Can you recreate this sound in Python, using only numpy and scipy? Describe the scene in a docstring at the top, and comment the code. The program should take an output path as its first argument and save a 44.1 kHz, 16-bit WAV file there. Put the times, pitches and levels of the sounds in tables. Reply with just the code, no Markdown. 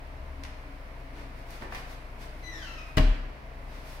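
"""A knock in an empty room

Shoes tap and scuff softly on a wooden floor. Wood sticks and slips in a squeak that slides down in
pitch, then a sharp knock leaves the wood ringing and sets off a deep thud. The bare walls add a
bright echo, and a low machine hum and a faint hiss lie underneath."""
import sys
import numpy as np
from scipy import signal
from scipy.fft import rfft, irfft
from scipy.io import wavfile

SR = 44100
rng = np.random.default_rng(int(sys.argv[2]) if len(sys.argv) > 2 else 0)


def digitize_waveform(pressure):
    """Quantize a signal to 16-bit integers and store it at the path in sys.argv[1].

    Rows of a 2-D input are taken as channels; values are limited to [-1, 1].
    """
    field = np.atleast_2d(pressure).T
    bounded = np.clip(field, -1, 1)
    quanta = np.round(bounded * 32767).astype(np.int16)
    wavfile.write(sys.argv[1], SR, quanta)


N = 176400  # 4 seconds


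# The hits of the knock. Each row: start in seconds, level in dB, fade time in seconds,
# brightness in dB per octave.
KNOCK_HITS = [(2.9697, -31.5, 0.0054, 7.5), (2.9731, -23, 0.0021, 3), (2.9755, -24, 0.0028, 2),
              (2.9811, -19, 0.0067, 0.3), (2.996, -24.5, 0.01, -4)]
# The tone of each hit. Each row: frequency in Hz, relative level in dB.
KNOCK_COLOUR = [(60, 4), (150, 0), (330, -0.5), (520, -2.5), (1050, -2), (1350, -6), (1900, -1.5),
                (2450, -4.5), (2900, -4), (3400, -10), (4600, -12.5), (6800, -25), (11000, -31.5),
                (15500, -35)]
# The notes of the struck wood. Each row: pitch in Hz, level in dB, seconds to fade by 60 dB.
WOOD_NOTES = [(78.4, -22, 0.41), (104, -27, 0.31), (137, -17.5, 0.15), (177.2, -30, 0.37),
              (257.8, -26.5, 0.5), (296.6, -33, 0.4), (321, -29, 0.33), (420, -34.5, 0.35),
              (455, -37.5, .18), (626, -25.5, 0.34), (1085, -30, 0.14), (1616, -25.5, 0.033),
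              (1962, -25.5, 0.067), (2857, -27, 0.1)]

def knock():
    """Several hard hits blur into one crack, and the wood rings on. Only the crack echoes."""
    crack, ring = np.zeros((2, N)), np.zeros((2, N))
    for start, db, decay, tilt_db in KNOCK_HITS:
        add(crack, start, burst(KNOCK_COLOUR, db, decay, tilt_db))
    add(ring, start=2.9725, sound=ringing(WOOD_NOTES))
    return (crack + ring) * pan(3.5) + amp(-5) * echo(crack)


def thud():
    """A deep swing that holds for a few cycles, then drops to a soft rumble."""
    start, hz, db = 2.9785, 34.58, -15.5
    rise_s, hold_s, fall_s, rumble_s = 0.016, 0.14, 0.021, 0.23
    t = np.maximum(np.arange(N) / SR - start, 0)
    late = np.maximum(t - hold_s, 0)
    rumble = amp(-14.5) * np.exp(-late / rumble_s)
    level = np.minimum(t / rise_s, 1) * np.maximum(np.exp(-late / fall_s), rumble)
    return -amp(db) * level * np.sin(2 * np.pi * hz * t) * pan(2.1)


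# The squeak's slide. Each row: time in seconds, pitch in Hz, relative level in dB, roughness (0 to 1).
SQUEAK_PATH = [(2.428, 2065, -56, 0.1), (2.444, 2008, -47.5, 0.14), (2.49, 1990, -43.5, 0),
               (2.514, 1956, -49, 0.2), (2.521, 1883, -52, .5), (2.56, 1825, -42, 0.52),
               (2.6, 1663, -50, 0.59), (2.645, 1520, -47.5, 0.75), (2.675, 1376, -46, 0.93),
               (2.739, 1314, -57.5, 0.89), (2.785, 1259, -49.5, 0.8), (2.825, 1221, -56, 0.74),
               (2.87, 1220, -82, 0.86)]
# How well the wood gives off each frequency. Each row: frequency in Hz, boost or cut in dB.
SQUEAK_BODY = [(1250, -3), (1600, -3), (2000, 2.5), (2700, 4), (3300, -1.5), (3700, -9), (4000, -1),
               (4600, -3.5), (5500, -3), (6000, -7.5), (7000, -9), (8000, -30), (10000, -34), (12000, -31),
               (15000, -36)]
# The dry rubbing under the squeak. Each row: frequency in Hz, relative level in dB.
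RUB_COLOUR = [(500, -30), (1300, -6), (1900, 3), (2700, -1), (3700, -6), (4600, -16), (5500, 2), (6800, -8),
              (8000, -16), (15000, -28)]

def squeak():
    """Wood sticks and slips: a clean whistle that turns rough as it slows and drops."""
    times, *columns = np.transpose(SQUEAK_PATH)
    t = np.arange(times[0], times[-1], 1 / SR)
    hz, db, rough = (np.interp(t, times, column) for column in columns)
    shaky_hz = hz * (1 + 0.028 * rough * wander(len(t), hz=400))
    cycles = np.cumsum(shaky_hz) / SR
    whistle = 0
    for k in range(1, 9):  # harmonics: whole multiples of the pitch
        dulling_db = 4 * rough * (k - 1.5)
        whistle += amp(read(SQUEAK_BODY, k * hz) - dulling_db) * np.sin(2 * np.pi * k * cycles)
    rub = amp(-8.5) * rough * noise(RUB_COLOUR, size=len(t))
    flutter_db = 4.5 * rough * wander(len(t), hz=80)
    sound = np.zeros((2, N))
    add(sound, times[0], np.sqrt(2) * (whistle + rub) * amp(db + flutter_db))
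    return amp(-7.5) * pan(10.5) * sound + amp(-4.5) * pan(0.83) * echo(sound)


# The shoe taps. Each row: start in seconds, level in dB, fade time in seconds, brightness in dB
# per octave, then echo and floorboard ring, both in dB compared with the tap.
TAPS = [(.436, -37, 0.0042, 4, -2.5, -21), (.45, -41, 0.0099, -0.3, -3.5, -15),
        (1.505, -49, 0.0068, 12, -2, -25), (1.622, -33.5, 0.0068, -10, -0.5, -14),
        (1.7232, -34.5, .005, -6.5, -4.5, -4.5), (1.748, -38, 0.01, 1.5, -3.5, -5),
        (2.58, -48, 0.0071, -7, -9, -13)]
# The tone of a tap. Each row: frequency in Hz, relative level in dB.
TAP_COLOUR = [(100, -14), (350, -16), (900, 3), (1400, 3.5), (1850, 9.5), (2450, 3.5), (3100, 1),
              (3700, -2), (5500, -4), (7200, -15), (11000, -18), (15500, -33)]
# The floorboards' notes. Each row: pitch in Hz, relative level in dB, seconds to fade by 60 dB.
BOARD_NOTES = [(756, -4.5, 0.082), (1024, -2, 0.098), (1160, -2, 0.068), (1536, -7, 0.09), (1788, -3, 0.15),
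               (2420, -9, 0.5)]

def shoe_taps():
    """Shoes land lightly and make the floorboards ring."""
    taps, to_walls = np.zeros((2, N)), np.zeros((2, N))
    for start, db, decay, tilt_db, echo_db, ring_db in TAPS:
        tap = burst(TAP_COLOUR, db, decay, tilt_db) + amp(db + ring_db) * ringing(BOARD_NOTES)
        add(taps, start, tap)
        add(to_walls, start, tap * amp(echo_db))
    return taps + echo(to_walls)


# The scuffs. Each row: loudest moment in seconds, relative level in dB, rise and fall in seconds,
# brightness in dB per octave.
SCUFFS = [(1.19, -54, 0.052, 0.05, -0.5), (1.39, -62, 0.037, .04, 1), (1.53, -55.5, 0.055, .06, 2),
          (1.625, -53.5, 0.021, 0.026, 0.5), (1.75, -52, 0.037, .06, 2), (1.92, -56.5, 0.046, 0.021, 2.5),
          (2.225, -54, 0.032, 0.032, 2), (2.64, -61, 0.28, 0.15, 2), (2.885, -64, 0.023, 0.024, 2),
          (3.749, -59, 0.063, 0.079, 1.5), (3.9, -57.5, 0.064, 0.084, 3.5)]
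# The tone of a scuff. Each row: frequency in Hz, relative level in dB.
SCUFF_COLOUR = [(100, 4), (600, -2), (2200, -5.5), (3200, -11.5), (5500, -16), (7200, -24.5),
                (11000, -24.5), (15500, -29)]

def scuffs():
    """Soles and clothes brush, making soft noise that grows and fades."""
    t, brush = np.arange(N) / SR, np.zeros((2, N))
    for peak, db, rise, fall, tilt_db in SCUFFS:
        shape = np.exp(-((t - peak) / np.where(t < peak, rise, fall)) ** 2)
        brush += amp(db + 5) * shape * noise(SCUFF_COLOUR, tilt_db)
    return brush + amp(-1.5) * echo(brush)


# How long the echo lasts. Each row: frequency in Hz, seconds to fade by 60 dB.
ECHO_TIMES = [(60, 0.62), (250, 1), (1000, 0.95), (2500, 0.85), (5000, 0.66), (9000, 0.54), (15000, 0.2)]

def echo(sound):
    """Bare walls send back many reflections, each frequency fading at its own speed."""
    hz, t, bands = signal.stft(rng.standard_normal((2, SR)), SR, nperseg=256)
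    fade = amp(-60 * t / read(ECHO_TIMES, hz)[:, None])
    build_up = np.minimum(t / 0.0067, 1)
    tail = signal.istft(bands * fade * build_up, SR, nperseg=256)[1]
    return signal.fftconvolve(sound, stereo(tail) / np.linalg.norm(tail[0]), axes=1)[:, :N]


# The tones of the hum. Each row: pitch in Hz, level in dB, typical pitch drift in Hz.
HUM_TONES = [(31.104, -44.5, 1.49), (42.8, -56.5, 1.72), (59, -49, 0.66), (121, -58.5, 0.64),
             (141.5, -62.5, 2.1), (267.5, -66.5, 5.77), (640, -61.5, 20), (715, -66, 15)]

def machine_hum():
    """A machine in the building hums with several wavering tones."""
    hum = sum(amp(db) * tone(hz + drift * wander(N, hz=4.95)) for hz, db, drift in HUM_TONES)
    return hum * pan(3.4)


# The swells. Each row: loudest moment in seconds, half length in seconds, pitch in Hz, level in dB.
SWELLS = [(0.313, 0.23, 71, -43), (0.43, 0.13, 274.8, -54.5), (0.694, .07, 280, -54.5),
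          (1.204, 0.16, 285, -53), (2.557, 0.18, 318, -57)]

def low_swells():
    """Low, wavering tones briefly grow and fade."""
    t, swells = np.arange(N) / SR, np.zeros(N)
    for peak, half, hz, db in SWELLS:
        shape = np.exp(-((t - peak) / half) ** 2)
        swells += amp(db) * shape * tone(hz * (1 + 0.023 * wander(N, hz=6.6)))
    return swells * pan(3.4)


# The tone of the room's air. Each row: frequency in Hz, relative level in dB.
AIR_COLOUR = [(20, -1), (50, -8), (90, -1.5), (140, -7), (200, -8.5), (270, -6.5), (400, -9.5), (520, -7),
              (640, -6), (760, -10), (1000, -7), (1240, -11.5), (1600, -12.5), (2100, -12), (2550, -16.5),
              (3400, -25), (4400, -26), (5600, -30.5), (7100, -39), (11000, -39.5), (15500, -40)]
# How loud the hiss is. Each row: time in seconds, level in dB.
HISS_LEVELS = [(0, -76), (1, -75), (2, -74), (2.95, -71.5), (3.25, -99), (3.45, -82), (3.65, -72), (4, -85)]
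# The tone of the hiss. Each row: frequency in Hz, relative level in dB.
HISS_COLOUR = [(3000, -26), (7000, 3), (11000, 10), (15500, -1)]

def room_air():
    """A steady, soft rush, plus a faint high hiss that dips after the knock."""
    hiss_db = np.interp(np.arange(N) / SR, *np.transpose(HISS_LEVELS))
    return amp(-48.5) * noise(AIR_COLOUR) + amp(hiss_db) * noise(HISS_COLOUR)


def burst(colour, db, decay, tilt_db):
    """One hit: a sudden crunch of noise that dies quickly."""
    t, hz = np.arange(SR) / SR, np.fft.rfftfreq(SR, 1 / SR)
    fade = np.exp(-t / decay / 2)  # applied twice below
    raw = fade * noise(colour, tilt_db, size=SR)
    # Keep the noise's timing but smooth out the chance peaks in its tone.
    phases = np.exp(1j * np.angle(rfft(raw)))
    crunch = fade * irfft(colour_gain(colour, tilt_db, hz) * phases, SR)
    return amp(db) * np.sqrt(decay / 2) * normalise(crunch)


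def ringing(notes):
    """Struck wood rings with fading notes, slightly out of step between left and right."""
    t, ring = np.arange(SR) / SR, np.zeros((2, SR))
    for hz, db, fade_s in notes:
        delay_s = abs(0.00039 * rng.standard_normal((2, 1)))
        ring += amp(db - 60 * t / fade_s) * np.sin(2 * np.pi * hz * np.maximum(t - delay_s, 0))
    return ring


# How alike left and right are. Each row: frequency in Hz, likeness (1 is the same, 0 is unrelated).
LIKENESS = [(60, 0.94), (130, 1), (290, 0.87), (640, 0.5), (1400, -0.24), (3100, 0.13), (15000, -0.084)]
# Which side is louder. Each row: frequency in Hz, left minus right in dB.
BALANCE = [(100, 0.5), (350, 1), (700, 1.5), (1300, -1), (2400, -1), (4400, 2), (8000, -.5), (15000, -1.5)]

def stereo(pair):
    """Blends two unrelated noises so that left and right are alike in the bass."""
    hz = np.fft.rfftfreq(pair.shape[1], 1 / SR)
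    left, other = rfft(pair)
    same = read(LIKENESS, hz)
    right = same * left + np.sqrt(1 - same ** 2) * other
    lean = amp(read(BALANCE, hz) / 2)
    return irfft(np.array([left * lean, right / lean]), pair.shape[1])


def noise(colour, tilt_db=0, size=N):
    """Stereo noise of strength 1, shaped by a colour table."""
    gain = colour_gain(colour, tilt_db, np.fft.rfftfreq(size, 1 / SR))
    white = rng.standard_normal((2, size))
    return normalise(stereo(irfft(rfft(white) * gain, size)))


def colour_gain(colour, tilt_db, hz):
    """A colour table as gains, tilted by tilt_db per octave above 250 Hz."""
    return amp(read(colour, hz) + tilt_db * np.log2(np.maximum(hz, 250)))


def tone(hz):
    """A pure tone of strength 1 that follows a changing pitch."""
    return np.sqrt(2) * np.sin(2 * np.pi * (np.cumsum(hz) / SR + rng.random()))


def wander(size, hz):
    """A smooth random wobble, up to about hz times a second."""
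    smoothing = 1 + (np.fft.rfftfreq(N, 1 / SR) / hz) ** 4
    return normalise(irfft(rfft(rng.standard_normal(N)) / smoothing, N))[:size]


def amp(db):
    """Turns decibels into a gain to multiply by."""
    return 10 ** (np.asarray(db) / 20)


def normalise(sound):
    """Scales a sound to an average strength (rms) of 1."""
    return sound / np.sqrt(np.mean(sound ** 2) + 1e-20)


def read(table, hz):
    """Looks up a frequency in a table, gliding between rows on an octave scale."""
    row_hz, values = np.transpose(table)
    return np.interp(np.log(hz + 1), np.log(row_hz), values)


def add(mix, start, sound):
    """Adds a sound to the mix at a start time in seconds."""
    part = mix[:, round(start * SR):][:, :sound.shape[-1]]
    part += sound[..., :part.shape[-1]]


def pan(db):
    """Gains that make the left side db decibels louder than the right."""
    return amp(np.array([[db], [-db]]) / 2)


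def scene():
    """All the sounds together."""
    events = knock() + thud() + squeak() + shoe_taps() + scuffs()
    return events + machine_hum() + low_swells() + room_air()


def record(dry):
    """Cuts the highest treble, above 15800 Hz."""
    lowpass = signal.firwin(511, 15800, window=("kaiser", 9), fs=SR)
    return signal.oaconvolve(dry, lowpass[None], "same")


dry = scene()
out = record(dry)
digitize_waveform(out)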